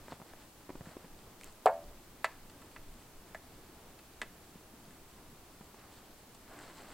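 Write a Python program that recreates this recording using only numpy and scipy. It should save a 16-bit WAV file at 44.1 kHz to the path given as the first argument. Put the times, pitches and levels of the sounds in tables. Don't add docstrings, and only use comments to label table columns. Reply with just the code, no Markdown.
import sys
import numpy as np
from scipy import signal
from scipy.fft import rfft, irfft, next_fast_len
from scipy.io import wavfile
from scipy.ndimage import uniform_filter1d

SR = 44100
rng = np.random.default_rng(int(sys.argv[2]) if len(sys.argv) > 2 else 0)


def transcribe(signal):
    frames = np.atleast_2d(signal).T
    limited = np.clip(frames, -1, 1)
    pcm = np.round(limited * 32767).astype(np.int16)
    wavfile.write(sys.argv[1], SR, pcm)


N = 305875
T = np.arange(N) / SR


def undb(db):
    return 10 ** (np.asarray(db) / 20)


def unit(x):
    return x / np.sqrt(np.mean(x ** 2))


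def band(x, hz, width_hz):
    return signal.lfilter(*signal.iirpeak(hz, hz / width_hz, fs=SR), x)


def steep_band(x, hz, width_hz):
    return band(band(x, hz, width_hz), hz, width_hz)


def shaped_noise(tone, channels=1):
    size = next_fast_len(N)
    hz, db = np.transpose(tone)
    pitches = np.arange(1, size // 2 + 2) * SR / size
    gain = undb(np.interp(np.log(pitches), np.log(hz), db))
    spectrum = rfft(rng.standard_normal((channels, size)))
    return unit(irfft(spectrum * gain, size)[:, :N])


def wander(per_second):
    hold = int(SR / per_second)
    steps = np.repeat(rng.standard_normal(N // hold + 1), hold)
    return uniform_filter1d(uniform_filter1d(steps, hold), hold)[:N]


def fade(t, fade_s):
    return np.exp(-np.log(1000) * t / fade_s)


def add(out, start, sound, peak_db):
    i = int(start * SR)
    sound = sound[:N - i]
    out[i:i + len(sound)] += undb(peak_db) * sound / np.abs(sound).max()


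# time of the peak in seconds, level in dB.
WIND_GUSTS = [(0.33, -64), (0.77, -51.5), (1.48, -63), (1.9, -46.5), (2.45, -66), (2.92, -55.5),
              (3.17, -63), (3.58, -65), (4.23, -59), (5.78, -70), (6.93, -66)]
def wind(breeze_db=-67, waver_db=5, gust_s=0.048):
    rumble = shaped_noise([(5, -11), (20, 2.5), (40, -25), (70, -15), (110, -38), (200, -56),
                           (1000, -97.5)])[0]
    breeze = undb(breeze_db + waver_db * wander(7.6))
    gusts = sum(undb(db) * np.exp(-((T - time) / gust_s) ** 2) for time, db in WIND_GUSTS)
    return rumble * (breeze + gusts)


# pitch in Hz, relative level in dB.
MURMUR_TONE = [(50, 1), (90, 1), (142, 0), (320, 0), (500, -5.5), (850, -7), (1500, -12.5), (2500, -18.5),
               (4500, -26.5), (8000, -33), (16000, -35)]
# time in seconds, level in dB.
MURMUR_LEVELS = [(0.0, -57), (0.55, -59.5), (1.0, -59), (4.5, -57.5), (6.2, -59)]
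def woods():
    murmur = shaped_noise(MURMUR_TONE)[0] * undb(wander(14))
    return murmur * undb(np.interp(T, *np.transpose(MURMUR_LEVELS)))


# start in seconds, peak in dB, pitch in Hz, snap in dB above that peak.
BOOT_THUDS = [(0.082, -36.5, 464, -2), (0.121, -44, 177, 11.5), (0.133, -48, 127, -1),
              (0.199, -47.5, 204, 3), (0.216, -45, 159, 5.5), (0.334, -51, 563, 8.5),
              (0.692, -36, 360, -3.5), (0.702, -35, 303, -3.5), (0.753, -39, 280, -2),
              (0.808, -38.5, 139, -2.5), (0.871, -39.5, 173, -12), (0.89, -48.5, 189, -7),
              (0.967, -34, 352, -8), (1.044, -46, 171, 3), (1.467, -54, 141, -14), (4.556, -42, 187, -38),
              (4.737, -47.5, 264, -17), (4.879, -48, 166, -21), (5.329, -50, 139, -14),
              (5.609, -43.5, 188, -1.5), (5.742, -44.5, 410, -1)]
def boots(fade_cycles=5.7):
    out, t = np.zeros(N), T[:SR // 10]
    for start, peak_db, hz, snap_db in BOOT_THUDS:
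        thud = np.cos(2 * np.pi * hz * t) * fade(t, fade_cycles / hz) * np.minimum(t / 0.0013, 1)
        add(out, start, thud, peak_db)
        for delay, drop_db in ((.0012, 0), (.0012 + 1 / hz, -3)):
            crumbs = .15 * rng.standard_normal(len(t)) * fade(t, .01)
            snap = steep_band((t == 0) + crumbs, 660, 920)
            add(out, start + delay, snap, peak_db + snap_db + drop_db)
    return out


def trunk_echoes(sound, fade_s=0.39, level_db=-21.5):
    t = T[:SR // 2]
    scatter = band(rng.standard_normal((2, len(t))), hz=1290, width_hz=5600)
    middle, side = scatter * fade(t, fade_s) * np.minimum(t / 0.0096, 1)
    echo = middle + 0.011 * side * np.array([[1], [-1]])
    echo /= np.sqrt((echo ** 2).sum() / 2)
    return undb(level_db) * signal.fftconvolve(sound[None], echo, axes=1)[:, :N]


def grains(per_second=3000):
    breaks = rng.random(N) < per_second / SR
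    return breaks * rng.standard_normal(N) * undb(2.2 * rng.exponential(size=N))


# pitch in Hz, width in Hz, relative level in dB.
SOFT_TONE = [(290, 250, -2), (620, 500, 0), (1100, 800, -1), (1700, 1000, -4)]
CRUST_TONE = [(2900, 2000, 0), (4400, 1800, -1), (7800, 2200, -1)]
def snow_crackles():
    return [unit(sum(undb(db) * unit(steep_band(grains(), hz, width)) for hz, width, db in tone))
            for tone in (SOFT_TONE, CRUST_TONE)]


# start in seconds, hold in seconds, soft snow in dB, crust in dB.
STEP_CRUNCHES = [(0.1, .02, -63, -79), (0.112, 0.0094, -54, -60.5), (0.262, 0.18, -65.5, -76),
                 (0.857, 0.037, -56, -70), (0.92, 0.12, -63, -81), (1.407, .04, -89, -73),
                 (1.465, 0.0071, -59, -67.5), (5.562, .05, -69.5, -81), (5.79, 0.081, -61, -74),
                 (5.924, 0.053, -69, -72)]
def crunch(soft, crust, rise_db_per_s=600, fall_db_per_s=410):
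    out = np.zeros(N)
    for start, hold, soft_db, crust_db in STEP_CRUNCHES:
        before, after = np.maximum(start - T, 0), np.maximum(T - start - hold, 0)
        shape = undb(-rise_db_per_s * before - fall_db_per_s * after)
        out += shape * (undb(soft_db) * soft + undb(crust_db) * crust)
    return out


# start in seconds, peak in dB, treble in dB above that peak.
BRITTLE_TICKS = [(1.4117, -41, 0), (1.435, -40, -16.5), (1.4435, -41.5, 9)]
def ticks():
    out, t = np.zeros(N), T[:SR // 10]
    for start, peak_db, treble_db in BRITTLE_TICKS:
        burst = rng.standard_normal(len(t)) * fade(t, 0.0048)
        add(out, start, band(burst, 2150, 1700), peak_db + 0.5)
        treble = steep_band(burst, 7300, 5000) + 1.5 * steep_band(burst, 18000, 5000)
        add(out, start, treble, peak_db + treble_db)
    return out


BLOW_PITCHES = (300, 650, 1000, 1350, 1800, 2600)
# pitch in Hz, width in Hz, relative level in dB, fade time in seconds.
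LOW_CRACK_BANDS = [(3300, 1440, 4, 0.044), (4460, 580, 5.5, 0.027), (5470, 3400, -11, 0.064)]
HIGH_CRACK_BANDS = [(7600, 1900, 3, 0.032), (8350, 4900, 0, 0.016), (13200, 4400, -8, 0.022)]
def struck_tin(notes, blows, swell_cycles=1.54, weak_below_hz=486):
    out, t = np.zeros(N), T[:SR // 2]
    hz, db, free_fade_s = np.transpose(notes)[:, :, None]
    swell = np.sin(np.pi / 2 * np.minimum(hz * t / swell_cycles, 1)) ** 2
    ringing = fade(t, free_fade_s) * swell * np.sin(2 * np.pi * hz * t)
    bass_cut = signal.butter(3, weak_below_hz, "high", fs=SR)
    for start, peak_db, *mix_db, low_db, high_db, grip_fade_s in blows:
        blow_db = np.interp(np.log(hz), np.log(BLOW_PITCHES), mix_db)
        gain = undb(db + blow_db + rng.standard_normal(hz.shape))
        clank = (gain * ringing).sum(axis=0) * fade(t, grip_fade_s)
        add(out, start, signal.lfilter(*bass_cut, clank), peak_db)
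        for bands, crack_db in ((LOW_CRACK_BANDS, low_db), (HIGH_CRACK_BANDS, high_db)):
            crack = np.zeros(len(t))
            for pitch, width, band_db, fade_s in bands:
                noise = unit(steep_band(rng.standard_normal(len(t)), pitch, width))
                crack += undb(band_db) * fade(t, fade_s) * noise
            add(out, start, crack * np.minimum(t / 0.00013, 1), peak_db + crack_db + 4)
    return out


# pitch in Hz, relative level in dB, free fade time in seconds.
LID_NOTES = [(120, 24, .08), (392, -20, .08), (443, -20, .12), (533, 6, .1), (555, -4, .08), (584, -6, .45),
             (625, -5, .08), (666, 0, .36), (742, 6, .085), (827, -8, .11), (880, -1, .15), (945, -4, .16),
             (992, -9, .1), (1060, -2, .11), (1126, -7, .11), (1213, -9, .1), (1410, -4, .14),
             (1520, -4, .12), (1640, -1, .14), (1738, -3, .14), (1890, -6, .1), (2010, -6, .1),
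             (2185, -3, .1), (2387, -6, .1), (2614, -8, .08)]
BUCKET_NOTES = [(125, 20, .1), (262, 10, .1), (340, 0, .1), (522, -8, .12), (650, -2, .16), (690, -1, .07),
                (745, -2, .06), (815, -4, .07), (890, -7, .1), (1058, -7, .12), (1137, -3, .1),
                (1195, -4, .1), (1326, 0, .14), (1436, -6, .1), (1525, -13, .1), (1634, -5, .12),
                (1735, 1, .2), (1875, -4, .1), (1975, 0, .14), (2091, -7, .1), (2252, -7, .1),
                (2385, -11, .1), (2620, -8, .14), (2933, -12, .08)]
# start in seconds, peak in dB, six relative levels in dB at BLOW_PITCHES, # low
# and high crack as relative levels in dB, fade time the grip or contact allows in seconds.
LID_KNOCKS = [(1.658, -9.5, -22, 19, 6, -6, -11, -9, -28.5, -29.5, 0.11),
              (1.665, -8.5, -42, -0.5, 0, -16.5, -16, -20, -52, -50, 0.045),
              (1.674, -16.5, -40, 7.5, -25, -9, -4, -10, -34, -36, 0.038),
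              (1.681, -22, -14, -2.5, -8.5, -9, -22, -25, -39, -33, 2.5)]
BUCKET_KNOCKS = [(2.244, -17, -39, -14.5, -20, -9, -14, -16, -18.5, -21, 0.03),
                 (2.253, -31.5, -29, -11, -17, -22, -17, -11, -10, -19, 0.11),
                 (2.497, -52.5, -14, -20, -17, -15, -19, -14, -4, -5, 0.044),
                 (2.617, -50, -17, -17, 1, -9, -15, -13, -12, -7, 0.11),
                 (2.762, -39, -32, -16, -9, -11, -11, -7, -15.5, -34, 0.042),
                 (3.347, -32.5, -33, -5, -34, -14, -7.5, -21, -21, -20, 0.073),
                 (3.519, -53, -10, 0, -20, -25, -27, -27, -7, -19, 0.055),
                 (3.989, -50, -20, -18, -16, -14, -15, -3, -7, -12, 0.082),
                 (4.216, -26.5, -12, -20, -6, -22, -9.5, -12, -10.5, -16.5, 0.051),
                 (4.229, -38.5, -5, -16, -12, -15, -16, -14, -13, -16, 0.05),
                 (4.907, -50.5, -1, -17, -20, -24, -6, -13, -14, -7, 0.055),
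                 (6.348, -50, 0, -5, -5, -8, -16, -18, -8, -3, 0.03)]
def lid_and_bucket():
    return struck_tin(LID_NOTES, LID_KNOCKS) + struck_tin(BUCKET_NOTES, BUCKET_KNOCKS)


# time in seconds, soft snow in dB, crust in dB.
SCRAPE_LEVELS = [(6.3, -86, -72), (6.47, -60, -71), (6.53, -54.5, -67), (6.62, -53, -60.5), (6.7, -56, -64),
                 (6.75, -61.5, -65), (6.8, -54.5, -60), (6.86, -55, -62.5), (6.936, -58.5, -62)]
def scrape(soft, crust, tin_db=-10.5, note_width_hz=33):
    times, soft_db, crust_db = np.transpose(SCRAPE_LEVELS)
    soft_gain, crust_gain = undb(np.interp(T, times, soft_db)), undb(np.interp(T, times, crust_db))
    rub = grains()
    ring = unit(sum(undb(db) * band(rub, hz, note_width_hz) for hz, db, _ in BUCKET_NOTES[1:]))
    return (soft + undb(tin_db) * ring) * soft_gain + crust * crust_gain


def scene():
    knocks = lid_and_bucket() + boots() + ticks()
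    echoes = trunk_echoes(knocks)
    soft, crust = snow_crackles()
    snow = crunch(soft, crust) + scrape(soft, crust)
    surges = undb(1.8 * wander(35))
    return knocks + echoes + snow * surges + wind() + woods()


# pitch in Hz, relative level in dB.
HISS_TONE = [(12, -62), (20, -25), (60, -10), (96, -6.5), (642, -4.5), (825, -7), (1190, -4), (1400, -8.5),
             (12800, -9.5), (16000, -10)]
def record(dry):
    hiss_db, top_hz = -60.5, 15850
    hiss = undb(hiss_db) * shaped_noise(HISS_TONE, channels=2)
    treble_cut = signal.ellip(10, .2, 60, top_hz, fs=SR, output="sos")
    return signal.sosfilt(treble_cut, dry + hiss)


dry = scene()
out = record(dry)
transcribe(out)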